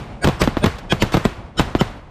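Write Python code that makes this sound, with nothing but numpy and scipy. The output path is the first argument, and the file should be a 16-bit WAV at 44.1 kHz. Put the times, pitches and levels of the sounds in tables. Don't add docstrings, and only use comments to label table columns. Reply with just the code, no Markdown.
import sys
import numpy as np
from scipy import signal
from scipy.fft import rfft, irfft, next_fast_len
from scipy.io import wavfile
from scipy.ndimage import uniform_filter1d, map_coordinates

SR = 44100
rng = np.random.default_rng(int(sys.argv[2]) if len(sys.argv) > 2 else 0)


def volts_from_decibels(level):
    exponent = np.asarray(level, float) / 20
    return 10 ** exponent


def persist_wave(psi):
    counts = np.round(np.clip(psi, -1, 1) * 32767).astype(np.int16)
    wavfile.write(sys.argv[1], SR, np.atleast_2d(counts).T)


N = 92610

# start in seconds, blast level in dB, ground delay in ms, crack level in dB, tail level in dB.
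VOLLEY = [(-.04, -40, 6, -60, -30.5), (0.2451, -6.5, 7, -3, -23.5), (0.2736, -5, 5.4, -6.5, -33),
          (0.2874, -10.5, 5.9, -12, -30), (0.4182, -9.5, 9.5, -2.5, -22.5), (0.4756, -4.5, 3.4, -19, -35),
          (0.5699, -8, 3.02, -34, -32.5), (.6418, -4, 4.64, -6.5, -26.5), (0.6602, -8, 9.9, -8.5, -26.5),
          (0.9241, -4.5, 5.36, -8.5, -27.5), (1.0228, -5, 9, -1, -24), (1.1428, -5, 6.14, -13.5, -24.5),
          (1.1701, -7.5, 5.5, -14.5, -31), (1.253, -3, 4.5, -11, -28), (1.5964, -4, 6.5, -7, -23.5),
          (1.7515, -3.5, 2.64, -44, -32), (1.812, -4, 4.95, -14, -27)]
# frequency in Hz, level in dB.
CRACK_SPECTRUM = [(300, 2), (1000, -2), (3500, -6), (8000, -18.5), (11000, -29.5), (13000, -33.5),
                  (15500, -44)]
# start in seconds, level in dB, 60 dB decay time in seconds.
ACTION_CLACKS = [(0.436, -16, 0.062), (0.783, -27, 0.051), (1.119, -23, 0.15), (1.61, -22.5, 0.056)]
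# frequency in Hz, level in dB.
FIELD_SPECTRUM = [(40, 14), (200, -5.5), (1000, 4), (3500, -13), (8000, -30), (11000, -41.5),
                  (15500, -42.5)]
# frequency in Hz, 60 dB decay time in seconds.
FIELD_T60 = [(100, 0.26), (1000, 0.063), (10000, 0.11)]
# frequency in Hz, level in dB.
TREES_SPECTRUM = [(40, -41), (200, -28), (1000, -15), (3500, -23.5), (8000, -36), (11000, -43.5),
                  (15500, -77)]
# frequency in Hz, 60 dB decay time in seconds.
TREES_T60 = [(100, 1), (1000, 0.84), (4000, 0.52), (12000, 0.43)]
# frequency in Hz, level in dB.
WIND_SPECTRUM = [(15, -23), (25, 1.5), (184, -11), (435, -21), (758, -19), (1880, -38.5), (2080, -33),
                 (10500, -61), (13600, -103), (22000, -120)]
# time in seconds, level in dB.
WIND_GUSTS = [
    (0, -31),
    (.1, -28),
    (.2, -34.5),
    (.55, -32.5),
    (.85, -32.5),
    (1.35, -33.5),
    (1.55, -34),
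    (1.72, -31.5),
    (1.95, -36),
    (2.1, -38),
]
# shot time in seconds, lead in seconds, whistle level in dB, hiss
# level in dB.
BLAST_SWELLS = [(0.2463, 0.027, -13.5, -18), (0.2718, 0.008, -30, -13), (0.419, 0.023, -21.5, -9),
                (0.474, 0.012, -20, -19.5), (0.6423, 0.023, -17.5, -12), (0.9252, 0.026, -15.5, -15.5),
                (1.0207, 0.021, -16, -15.5), (1.1422, 0.011, -18, -18), (1.1695, 0.0094, -30, -20),
                (1.255, 0.014, -16, -19), (1.5974, 0.024, -13.5, -13.5), (1.811, 0.022, -20.5, -15.5)]
# frequency in Hz, width in Hz, level in dB.
SWELL_WHISTLES = [
    [(712, 99.6, -7), (1630, 95, -5.5), (2280, 60, -13.5), (4660, 145, -16.5), (6900, 86, -21),
     (8370, 120, -19), (9530, 89, -23.5)],
    [],
    [(1210, 130, 6.5), (5380, 186, -8), (7850, 99, -33)],
    [],
    [(598, 286, 6.5), (2540, 54, -9), (3640, 140, -8.5), (8900, 94, -18)],
    [(1662, 80, -3.5), (2505, 50, -5), (3330, 119, 0.5), (5220, 280, -16), (6680, 116, -22),
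     (8200, 78, -23.5)],
    [(2500, 61, -33), (3140, 116, -9), (4570, 213, -9.5), (7200, 120, -20.5)],
    [(2625, 245, 2.5), (4440, 450, 2), (8430, 290, -12)],
    [],
    [(1915, 403, -2), (7860, 380, -13.5)],
    [(1453, 106.6, -4.5), (3140, 86, -6), (3835, 88, -10.5), (5360, 110, -9), (6930, 110, -22),
     (7200, 85, -32), (8640, 69, -23)],
    [(1405, 69, 0), (3087, 106, -0.5), (5330, 105, -12), (7130, 170, -13)],
]
# frequency in Hz, level in dB.
SWELL_SPECTRUM = [(300, 17), (1000, -3.5), (3000, -1), (7000, -12.5), (9500, -10.5), (12000, -24),
                  (15500, -55)]

BOOM_HZ, BOOM_T60, GROUND_T60 = 197.6, 0.012, 0.029
CHIRP_TURNS, CHIRP_S, FRONT_S = 0.23, 0.00054, 0.00051
SNAP, SNAP_S = 0.8, 0.0005
CLICK_HZ, CLICK_DB, CLICK_T60 = 3460, -8.5, 0.0046
THUMP_HZ, THUMP_DB, THUMP_T60, THUMP_LATE_S = 130, -1, 0.047, 0.0018
CRACK_RISE_S, CRACK_T60 = 0.0012, 0.022
FRONT_HZ, GROUND_HZ = 7000, 1170
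GROUND_DB, GROUND_THUMP_DB = -2, -3.5
FIELD_RISE_S, TREES_RISE_S, TAIL_DB, PATCH_DB = 0.0022, 0.013, 21.5, 1
GUST_DB, GUST_RATE_HZ = 2.5, 25.3
SWELL_DB = 19
SWELL_OVER_S, SWELL_FADE_S = 0.004, 0.008
HISS_WIDER, HISS_BETWEEN_DB = 1.6, -13
OVERLOAD_TOP, OVERLOAD_KNEE = 0.9, 4
PORT_HZ, PORT_WIDTH_HZ, PORT_DB, RIGHT_PORT_DB = 12750, 3100, 19, -6
PORT_LAG_S, PORT_SHARED, FLUTTER_HZ = 3e-6, 0.17, 2600
LOW_CUT_HZ, BAND_HZ = 42, 15500


def unit(x):
    return x / np.sqrt(np.mean(x ** 2) + 1e-20)


def along(points, hz):
    f, v = np.transpose(points)
    return np.interp(np.log(hz + 1), np.log(f + 1), v)


def wobble(rate, size):
    return map_coordinates(rng.standard_normal(2000), [np.arange(size) * rate / SR], mode="wrap")


def filtered(x, response):
    m = next_fast_len(N + 8192)
    hz = np.fft.rfftfreq(m, 1 / SR)
    return irfft(rfft(x, m) * response(hz), m)[..., :N]


def hiss(spectrum):
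    return unit(filtered(rng.standard_normal(N), lambda hz: volts_from_decibels(along(spectrum, hz))))


def since(s):
    return np.maximum(np.arange(N) / SR - s, 0)


def chirp(s, t60):
    t = np.maximum(np.arange(N) / SR - s, -FRONT_S)
    turns = BOOM_HZ * t + CHIRP_TURNS * (1 - np.exp(-t / CHIRP_S))
    front = np.clip(5 * (t / FRONT_S + 1), 0, 1)
    size = volts_from_decibels(-60 * np.abs(t) / t60) + SNAP * np.exp(-np.abs(t) / SNAP_S)
    return -np.cos(2 * np.pi * turns) * front * size


def click(s):
    t = since(s - FRONT_S)
    return np.sin(2 * np.pi * CLICK_HZ * t) * volts_from_decibels(CLICK_DB - 60 * t / CLICK_T60)


def thump(s):
    t = since(s + THUMP_LATE_S)
    return -np.sin(2 * np.pi * THUMP_HZ * t) * volts_from_decibels(THUMP_DB - 60 * t / THUMP_T60)


def dying(s, db, t60):
    t = since(s)
    return (1 - np.exp(-t / CRACK_RISE_S)) ** 2 * volts_from_decibels(db - 60 * t / t60)


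def low_pass(x, corner):
    return filtered(x, lambda hz: 1 / (1 + 1j * hz / corner) ** 3)


def direct_waves():
    waves = sum(volts_from_decibels(db) * (click(s) + chirp(s, BOOM_T60) + thump(s)) for s, db, *_ in VOLLEY)
    return low_pass(waves, FRONT_HZ)


def ground_waves():
    waves = np.zeros(N)
    for s, db, delay_ms, *_ in VOLLEY:
        late = s + delay_ms / 1000
        waves += volts_from_decibels(db + GROUND_DB) * (chirp(late, GROUND_T60) + volts_from_decibels(GROUND_THUMP_DB) * thump(late))
    return low_pass(waves, GROUND_HZ)


def cracks_and_clacks():
    cracks = sum(dying(s - 0.002, db, CRACK_T60) for s, _, _, db, _ in VOLLEY)
    clacks = sum(dying(*clack) for clack in ACTION_CLACKS)
    return (cracks + clacks) * hiss(CRACK_SPECTRUM)


def tails():
    hz, t, z = signal.stft(rng.standard_normal(N), SR, nperseg=256)
    scatterers = [(FIELD_SPECTRUM, FIELD_T60, FIELD_RISE_S), (TREES_SPECTRUM, TREES_T60, TREES_RISE_S)]
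    power = 0
    for s, *_, db in VOLLEY:
        age = np.maximum(t - s, 0)
        for colour, t60, rise in scatterers:
            level_db = db + along(colour, hz)[:, None] - 60 * age / along(t60, hz)[:, None]
            power = power + (volts_from_decibels(level_db) * (1 - np.exp(-age / rise))) ** 2
    patches = uniform_filter1d(rng.standard_normal(z.shape), size=5, axis=0)
    patches = uniform_filter1d(patches, size=5, axis=1)
    shaped = z * np.sqrt(power) * volts_from_decibels(PATCH_DB * unit(patches))
    return volts_from_decibels(TAIL_DB) * signal.istft(shaped, SR, nperseg=256)[1][:N]


def wind():
    gust_db = np.interp(np.arange(N) / SR, *np.transpose(WIND_GUSTS))
    return volts_from_decibels(gust_db + GUST_DB * wobble(GUST_RATE_HZ, size=N)) * hiss(WIND_SPECTRUM)


def scene():
    blasts = direct_waves() + ground_waves() + cracks_and_clacks()
    return np.tile(blasts + tails() + wind(), (2, 1))


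def rising_swells():
    out, noise = np.zeros(N), hiss(SWELL_SPECTRUM)
    t = np.arange(-2000, 0) / SR
    f = np.fft.rfftfreq(len(t), 1 / SR)
    partials = [(0, 2), (-1.32, -4), (-1.7, -1), (3.5, -9)]
    for (s, lead, db, hiss_db), lines in zip(BLAST_SWELLS, SWELL_WHISTLES):
        end = round((s + SWELL_OVER_S) * SR)
        onset = np.clip((t / lead + 1.46) * 3, 0, 1)
        swell = volts_from_decibels(SWELL_DB * t / lead) * onset * np.clip(-t / SWELL_FADE_S, 0, 1)
        tones, near = 0, volts_from_decibels(HISS_BETWEEN_DB)
        for hz, width, level in lines:
            near = near + 1 / (1 + ((f - hz) / (HISS_WIDER * width)) ** 2)
            for apart, part_db in partials:
                turns = (hz + apart * width) * t + rng.random()
                tones = tones + volts_from_decibels(level + part_db) * np.sin(2 * np.pi * turns)
        rough = unit(irfft(rfft(noise[end - len(t):end]) * near, len(t)))
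        out[end - len(t):end] += swell * (volts_from_decibels(db) * tones + volts_from_decibels(hiss_db) * rough)
    return out


def overload(x):
    return x / (1 + np.abs(x / OVERLOAD_TOP) ** OVERLOAD_KNEE) ** (1 / OVERLOAD_KNEE)


def port_ring(x):
    def port(f):
        loss = 1j * f * PORT_WIDTH_HZ
        return (loss / (PORT_HZ ** 2 - f * f + loss)) ** 3

    flutter = PORT_SHARED + np.array([unit(wobble(FLUTTER_HZ, size=N)) for _ in range(2)])
    return filtered(filtered(x, port) * flutter, port) * volts_from_decibels([[PORT_DB], [PORT_DB + RIGHT_PORT_DB]])


def top_cut(x):
    return signal.sosfilt(signal.butter(12, 15730, fs=SR, output="sos"), x)


def record(dry):
    x = overload(dry) + rising_swells()
    sides = np.array([[1], [-1]])
    x = filtered(x, lambda f: np.exp(1j * np.pi * f * PORT_LAG_S * sides))
    x = x + port_ring(x)
    x = filtered(x, lambda f: 1j * f / (LOW_CUT_HZ + 1j * f) / (1 + (f / BAND_HZ) ** 40))
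    return top_cut(x)


dry = scene()
out = record(dry)
persist_wave(out)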